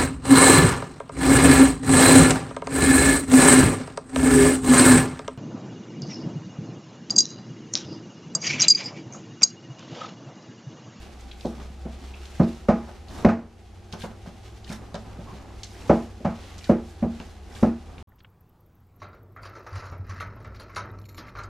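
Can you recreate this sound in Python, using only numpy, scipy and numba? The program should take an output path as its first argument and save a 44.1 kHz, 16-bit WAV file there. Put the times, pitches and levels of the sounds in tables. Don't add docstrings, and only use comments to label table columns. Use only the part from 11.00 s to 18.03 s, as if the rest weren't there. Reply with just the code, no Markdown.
import sys
import numpy as np
from scipy import signal
from scipy.fft import rfft, irfft, next_fast_len
from scipy.io import wavfile
from scipy.ndimage import uniform_filter1d, minimum_filter1d
from numba import njit

SR = 44100
rng = np.random.default_rng(int(sys.argv[2]) if len(sys.argv) > 2 else 0)


def dump(signal):
    limited = np.clip(np.atleast_2d(signal).T, -1, 1)
    pcm = np.round(limited * 32767).astype(np.int16)
    wavfile.write(sys.argv[1], SR, pcm)


N = 309890
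TIME = np.arange(N) / SR


def undb(db):
    return 10 ** (np.asarray(db) / 20)


def unit(x):
    return x / np.sqrt(np.mean(x ** 2))


def colour(x, points):
    hz, db = np.transpose(points)
    size = next_fast_len(x.shape[-1] + 2048)
    f = np.maximum(np.fft.rfftfreq(size, 1 / SR), 1)
    gain = undb(np.interp(np.log(f), np.log(hz), db))
    return irfft(rfft(x, size) * gain, size)[..., :x.shape[-1]]


# frequency in Hz, side filter gain in dB.
MICROPHONE_SPREAD = [(60, -27), (110, -23), (200, -8.5), (380, -8), (700, -12), (1290, -9.5), (2380, -8.5),
                     (4400, -8.5), (8120, -5.5), (15000, 0.5)]


def widen(mid, side):
    return mid + np.array([[1], [-1]]) * colour(side, MICROPHONE_SPREAD)


def diffuse(count, width=1):
    mid, side = rng.standard_normal((2, count))
    return widen(mid, width * side)


def fade(t, t60):
    return np.exp(-np.log(1000) * t / t60)


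def walk(rate):
    knots = rng.standard_normal(2048)
    return np.interp(TIME * rate, np.arange(len(knots)), knots)


def swell(middle, length):
    return np.sin(np.pi * np.clip((TIME - middle) / length + .5, 0, 1))


def crackle(rate, spread_db):
    sizes = undb(spread_db * np.minimum(rng.exponential(size=N), 5))
    mid, side = rng.standard_normal((2, N)) * sizes * (rng.random(N) < rate / SR)
    return unit(widen(mid, side))


def pockets(rate, low_hz, high_hz, cycles, spread_db):
    out, t = np.zeros((2, N)), np.arange(SR // 20) / SR
    for when, pitch, size, pan in rng.random((int(rate * N / SR), 4)):
        hz = low_hz * (high_hz / low_hz) ** pitch
        envelope = t * hz * fade(t, cycles / hz)
        ring = undb(spread_db * size) * np.sin(2 * np.pi * hz * t) * envelope
        left_right = np.array([[1 + pan / 2], [1.5 - pan / 2]])
        add(out, left_right * ring, when * TIME[-1])
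    return unit(out)


def resonate(x, hz, width_hz):
    b, a = signal.iirpeak(min(hz, SR / 3), hz / min(width_hz, SR / 4), fs=SR)
    return signal.lfilter(b, a, signal.lfilter(b, a, x))


def add(track, sound, start):
    i = max(int(start * SR), 0)
    track[:, i:i + sound.shape[-1]] += sound[..., :N - i]


# frequency in Hz, relative level in dB per Hz.
KITCHEN_AIR = [(12, -40), (20, -7), (65, 0), (109, -7), (144, -19.5), (213, -6), (274, -26), (342, -10),
               (580, -23), (788, -13), (931, -27), (6180, -39), (11400, -47.5), (15500, -68)]


def kitchen_air(level_db=-47):
    return undb(level_db) * unit(colour(diffuse(N), KITCHEN_AIR))


def hum(hz=61.3, waver_hz=.7, level_db=-49, waver_db=1):
    phase = 2 * np.pi * np.cumsum(hz + waver_hz * walk(3.85)) / SR
    return unit(np.sin(phase)) * undb(level_db + waver_db * walk(7.5))


# time in seconds, firing rate in Hz.
ENGINE_SPEED = [(0, 57), (.33, 60), (.5, 64), (1, 66), (1.35, 69.5), (2.1, 79), (2.7, 91), (3, 95),
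                (3.5, 104), (3.95, 106.5), (4.6, 99), (5.35, 92), (6.1, 81), (7.03, 77)]
# centre in Hz, half width in Hz, boost in dB.
KITCHEN_MODES = [(66.1, 3.3, 10.5), (87.8, 11.3, 2.5)]


def engine(firing_db=-49, half_order_db=-57.5, waver_db=1.2):
    hz = np.interp(TIME, *np.transpose(ENGINE_SPEED))
    phase = 2 * np.pi * np.cumsum(hz) / SR
    boom_db = sum(boost * np.exp(-((hz - centre) / width) ** 2) for centre, width, boost in KITCHEN_MODES)
    firing = unit(np.sin(phase)) * undb(firing_db + boom_db + waver_db * walk(8))
    half_order = unit(np.sin(phase / 2)) * undb(half_order_db)
    return firing + half_order


def room(x, wet_db=-5, t60=0.25, gap_s=0.008):
    t = np.arange(SR // 2) / SR
    tail = diffuse(len(t)) * fade(t, t60) * (t > gap_s)
    tail /= np.sqrt(np.sum(tail ** 2) / 2)
    mono = x.mean(axis=0)[None]
    return x + undb(wet_db) * signal.fftconvolve(mono, tail, axes=1)[:, :N]


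# middle in seconds, length in seconds, pitch in Hz, level in dB.
KNUCKLE_SQUEAK = (4.3, .075, 1090, -46)


def squeak():
    middle, length, hz, db = KNUCKLE_SQUEAK
    return undb(db) * swell(middle, length) * unit(resonate(diffuse(N), hz, hz / 14))


# start in seconds, relative level in dB, centre in Hz, width of one resonator pass in Hz.
AIR_SNAPS = [(.208, -44, 7000, 7900), (0.313, -36, 3350, 1500), (.397, -50, 2300, 1500),
             (.409, -39, 4020, 2500), (0.455, -42, 4440, 3540), (0.6, -46, 2600, 3000),
             (1.138, -38, 2650, 700), (1.255, -39, 3700, 5000), (1.432, -43, 4200, 2500),
             (1.441, -46, 4600, 2500), (1.525, -45, 3700, 3000), (2.083, -40.5, 3900, 1800),
             (2.099, -47, 3700, 1500), (2.925, -28.5, 3670, 3150), (3.008, -42, 3100, 2200),
             (3.018, -35.5, 3300, 3000), (3.644, -40, 3900, 3000), (3.676, -40, 2900, 1500),
             (3.691, -39, 4360, 2000), (3.942, -35, 4300, 6000), (3.951, -34.5, 3500, 5030),
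             (4.633, -28, 4670, 5200), (4.642, -38, 5500, 4000), (5.58, -36, 6000, 8060),
             (5.587, -38, 4700, 3500), (5.642, -34, 3680, 3500), (5.649, -47, 4200, 3000),
             (6.2, -41, 2600, 3500), (6.212, -46, 2800, 3500), (6.551, -43, 3430, 1200),
             (6.981, -44.5, 2600, 2000)]


def snaps(spread_db=4.0, rise_s=.0007, t60=.04):
    out, t = np.zeros((2, N)), np.arange(SR // 4) / SR
    clicks = crackle(rate=15000, spread_db=spread_db)
    envelope = np.minimum(t / rise_s, 1) * fade(np.maximum(t - rise_s, 0), t60)
    for start, db, hz, width_hz in AIR_SNAPS:
        stretch = np.roll(clicks, -int(start * SR), axis=1)[:, :len(t)]
        burst = unit(resonate(stretch, hz, width_hz))
        add(out, undb(db) * envelope * burst, start)
    return colour(out, [(200, -8), (700, 1.5), (7000, -5), (14000, -20.5)])


# middle in seconds, length in seconds, relative level in dB.
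DOUGH_TEARS = [(0.457, 0.2, -55), (1.41, 0.6, -58.5), (2.163, 0.21, -51.5), (2.934, 0.037, -48.5),
               (3.028, 0.095, -47), (3.72, 0.12, -46), (4.824, 0.68, -54.5), (5.655, 0.18, -53),
               (5.887, 0.17, -58), (6.28, 0.18, -60), (6.59, 0.23, -52)]
# frequency in Hz, relative level in dB per Hz.
TEAR_FIZZ = [(300, -9), (1200, 1.5), (3500, 4), (7000, 1), (11000, -6.5), (13500, -13.5), (15500, -24)]


def tearing(spread_db=2, flutter_db=2, fizz_db=-1, pops_db=-4):
    pull = sum(undb(db) * swell(middle, length) for middle, length, db in DOUGH_TEARS)
    threads = unit(colour(crackle(rate=9000, spread_db=spread_db), TEAR_FIZZ))
    fizz = undb(fizz_db + flutter_db * walk(70)) * threads
    pops = undb(pops_db) * pockets(rate=220, low_hz=1500, high_hz=6500, cycles=28, spread_db=20)
    return pull * (fizz + pops)


# middle in seconds, length in seconds,
# relative level of the sleeve's hiss in dB, relative level of the dull drag on the bowl in dB.
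ARM_STROKES = [(0.0, 0.4, -56.5, -46.5), (0.296, 0.31, -57, -57.5), (0.587, 0.27, -56.5, -46.5),
               (1.047, 0.58, -57, -51), (1.355, 0.57, -54.5, -58), (1.6, 0.28, -62, -54),
               (1.854, 0.37, -60, -52), (2.192, 0.26, -55, -41), (3.1, 0.14, -77, -49.5),
               (3.48, 0.3, -59, -69), (3.835, 0.34, -79, -46), (4.304, 0.75, -58.5, -46.5),
               (4.876, 0.41, -55, -47.5), (5.455, 0.46, -54.5, -49.5), (6.228, 0.39, -58, -53),
               (6.592, 0.27, -62, -47), (6.96, 0.33, -71, -51.5)]
# frequency in Hz, relative level in dB per Hz.
SLEEVE_HISS = [(300, -36), (1000, 1.5), (2500, 5), (4000, 2.5), (6500, -2.5), (9000, -10), (12500, -17),
               (16000, -26)]
# frequency in Hz, relative level in dB per Hz.
DOUGH_DRAG = [(50, 1.5), (150, 0), (230, 0.5), (420, -6), (750, -8), (1200, -10.5), (2200, -24),
              (6000, -50)]


def sliding(rest_hiss_db=-61.5, rest_drag_db=-58, hiss_flutter_db=2.5, drag_flutter_db=2, squish_db=-9):
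    hiss_power, drag_power = undb(rest_hiss_db) ** 2, undb(rest_drag_db) ** 2
    for middle, length, hiss_db, drag_db in ARM_STROKES:
        speed = swell(middle, length)
        hiss_power = hiss_power + (undb(hiss_db) * speed) ** 2
        drag_power = drag_power + (undb(drag_db) * speed) ** 2
    hiss = unit(colour(crackle(rate=10000, spread_db=1.5), SLEEVE_HISS)) * undb(hiss_flutter_db * walk(45))
    drag = unit(colour(crackle(rate=2500, spread_db=1.0), DOUGH_DRAG)) * undb(drag_flutter_db * walk(30))
    squish = pockets(rate=60, low_hz=220, high_hz=1200, cycles=14, spread_db=14)
    drag = drag + undb(squish_db) * squish
    return np.sqrt(hiss_power) * hiss + np.sqrt(drag_power) * drag


# start in seconds, relative level of the thud in dB, relative level of the slap in dB.
HAND_PATS = [(0.596, -34, -42), (0.700, -32, -60), (1.883, -41, -41), (2.933, -24.5, -33),
             (3.037, -23, -31.5), (3.257, -49, -42.5), (3.273, -26, -51), (3.699, -21, -36.5),
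             (3.811, -36, -56), (3.943, -22, -32), (4.187, -25.5, -52), (4.329, -29, -52),
             (6.199, -28, -39.5)]


def pats(thud_hz=172, thud_t60=0.073, rim_db=-5, slap_t60=0.14, rise_s=0.0021):
    out, t = np.zeros((2, N)), np.arange(SR // 3) / SR
    skin = [(100, -24.0), (400, 3.0), (800, 2), (1300, -4.5), (2500, -16.5), (9000, -60)]  # (Hz, dB)
    rise = 1 - np.exp(-t / rise_s)
    for start, thud_db, slap_db in HAND_PATS:
        thud = np.sin(2 * np.pi * thud_hz * t) * fade(t, thud_t60)
        thud = thud + undb(rim_db) * bowl_ring(t, ring_length=1)
        slap = unit(colour(diffuse(len(t)), skin)) * fade(t, slap_t60)
        add(out, (undb(thud_db) * thud + undb(slap_db) * slap) * rise, start)
    return out


# nominal
# frequency in Hz, nominal level in dB, nominal 60 dB decay in seconds; each push varies them.
BOWL_MODES = [(85.5, -24.5, 0.22), (127.5, -23.5, 0.11), (178.3, -11.5, 0.18), (193, -13.5, 0.21),
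              (209.4, -8, 0.14), (215.5, -6.5, 0.14), (230.7, -12.5, .45), (324.4, -23, 0.37),
              (350, -29, 0.56), (355.4, -16.5, 0.12), (454.6, -28, 0.33), (504, -18.5, 0.17),
              (534.4, -14, 0.076), (569.5, -2.5, 0.063), (610.7, -15, 0.11), (659, -23.5, 0.32),
              (726.5, -16.5, 0.12), (776, -22.5, 0.18), (821, -34, 0.51), (848, -25.5, 0.19),
              (996, -56, 0.12), (1008, -32, 0.21), (1097, -34.5, 0.11), (1244, -35.5, 0.3),
              (1360, -30.5, 0.11), (1506, -41, .18)]


def bowl_ring(t, ring_length, travel_s=0.00454, push_s=0.0077, lobe_side=0.014, grip_s=0.15):
    hz, db, t60 = np.transpose(BOWL_MODES)[:, :, None]
    size, shift, lobe = rng.standard_normal((3, len(BOWL_MODES), 1))
    db = db + 1.4 * size * np.minimum(hz / 550, 1.5)
    hz = hz * (1 + .006 * shift)
    age = np.maximum(t - travel_s * np.sqrt(200 / hz), 0)
    envelope = undb(db) * fade(age, t60 * ring_length) * (1 - np.exp(-age / push_s))
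    mid = np.sum(envelope * np.sin(2 * np.pi * hz * age), axis=0)
    side = np.sum(lobe_side * lobe * envelope * np.cos(2 * np.pi * hz * age), axis=0)
    grip = 1 / np.sqrt(1 + (t / grip_s) ** 6)
    return grip * np.array([mid + side, mid - side])


# start in seconds, relative level in dB,
# extra dB near 170 Hz (half of it at 90 Hz and below), near 340 Hz, near 520 Hz, near 760 Hz,
# from 1500 Hz up, ring length as a factor.
BOWL_THUMPS = [(0.446, -14.5, -0.5, 6.5, 4.5, 4, -6.5, 0.82), (0.852, -22, 5, 1.5, 2.5, 2, -2, 0.84),
               (1.396, -0.5, 4, 1.5, -2, -3.5, -4, 0.9), (1.684, -1.5, 0, -1.5, 1.5, 3.5, 3.5, 0.94),
               (2.247, 8, 1, 0, 0, 2, 2, 1.05), (2.284, -6.5, -5, -1, 8, 9, 16.5, 0.59),
               (4.894, 0, 4, 4.5, 6.5, 7, 3.5, 0.89), (5.202, -26, 3, -1, 3, -9, -23, 0.67),
               (5.247, -9.5, 7, -6, -0.5, 6, 6, 0.95), (5.692, -2.5, 5, 4.5, 5.5, -1, 0.5, 0.87),
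               (6.023, -3.5, -3, -6, -3.5, -8, -9.5, 0.89), (6.626, 1.5, -3, -1, -6, -6, -4, 0.92)]
# frequency in Hz, relative level in dB per Hz.
THUMP_WASH = [(30, -15.5), (60, 7), (110, 0.5), (200, 5), (340, 2), (430, -1), (600, -3), (800, -7.5),
              (1200, -11), (1800, -20), (2400, -23.5), (3400, -36), (6000, -38.5), (15000, -74)]


def thumps(wash_db=-21, wash_t60=0.4, crack_db=-20, crack_t60=0.13, rise_s=0.0022):
    out, t = np.zeros((2, N)), np.arange(SR // 3) / SR
    for start, db, low_db, body_db, mid_db, clang_db, top_db, ring_length in BOWL_THUMPS:
        crack = undb(crack_db) * fade(t, crack_t60)
        wash = undb(wash_db) * fade(t, wash_t60 * ring_length)
        envelope = (crack + wash) * (1 - np.exp(-t / rise_s))
        ring = bowl_ring(t, ring_length)
        blow = ring + envelope * unit(colour(diffuse(len(t), width=0.41), THUMP_WASH))
        contact = [(90, low_db / 2), (170, low_db), (230, 0), (340, body_db),
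                   (520, mid_db), (760, clang_db), (1500, top_db)]
        add(out, undb(db) * colour(blow, contact), start)
    return out


def scene(balance_db=-.55):
    work = thumps() + room(pats() + snaps() + tearing() + squeak() + sliding())
    left_right = undb(np.array([[1], [-1]]) * balance_db / 2)
    return work * left_right + engine() + hum() + kitchen_air()


@njit
def peak_follow(x, release):
    out, e = np.empty(len(x)), 0.
    for i in range(len(x)):
        e = max(x[i], e * release)
        out[i] = e
    return out


def record(dry, ceiling_db=-2, release_s=0.69, top_hz=15400):
    peak = peak_follow(np.abs(dry).max(axis=0), np.exp(-1 / (release_s * SR)))
    gain = np.minimum(1, undb(ceiling_db) / (peak + 1e-9))
    gain = uniform_filter1d(minimum_filter1d(gain, size=90), size=90)
    top_cut = signal.ellip(10, .1, 80, top_hz, fs=SR, output="sos")
    return signal.sosfilt(top_cut, dry * gain)


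dry = scene()
out = record(dry)
dump(out)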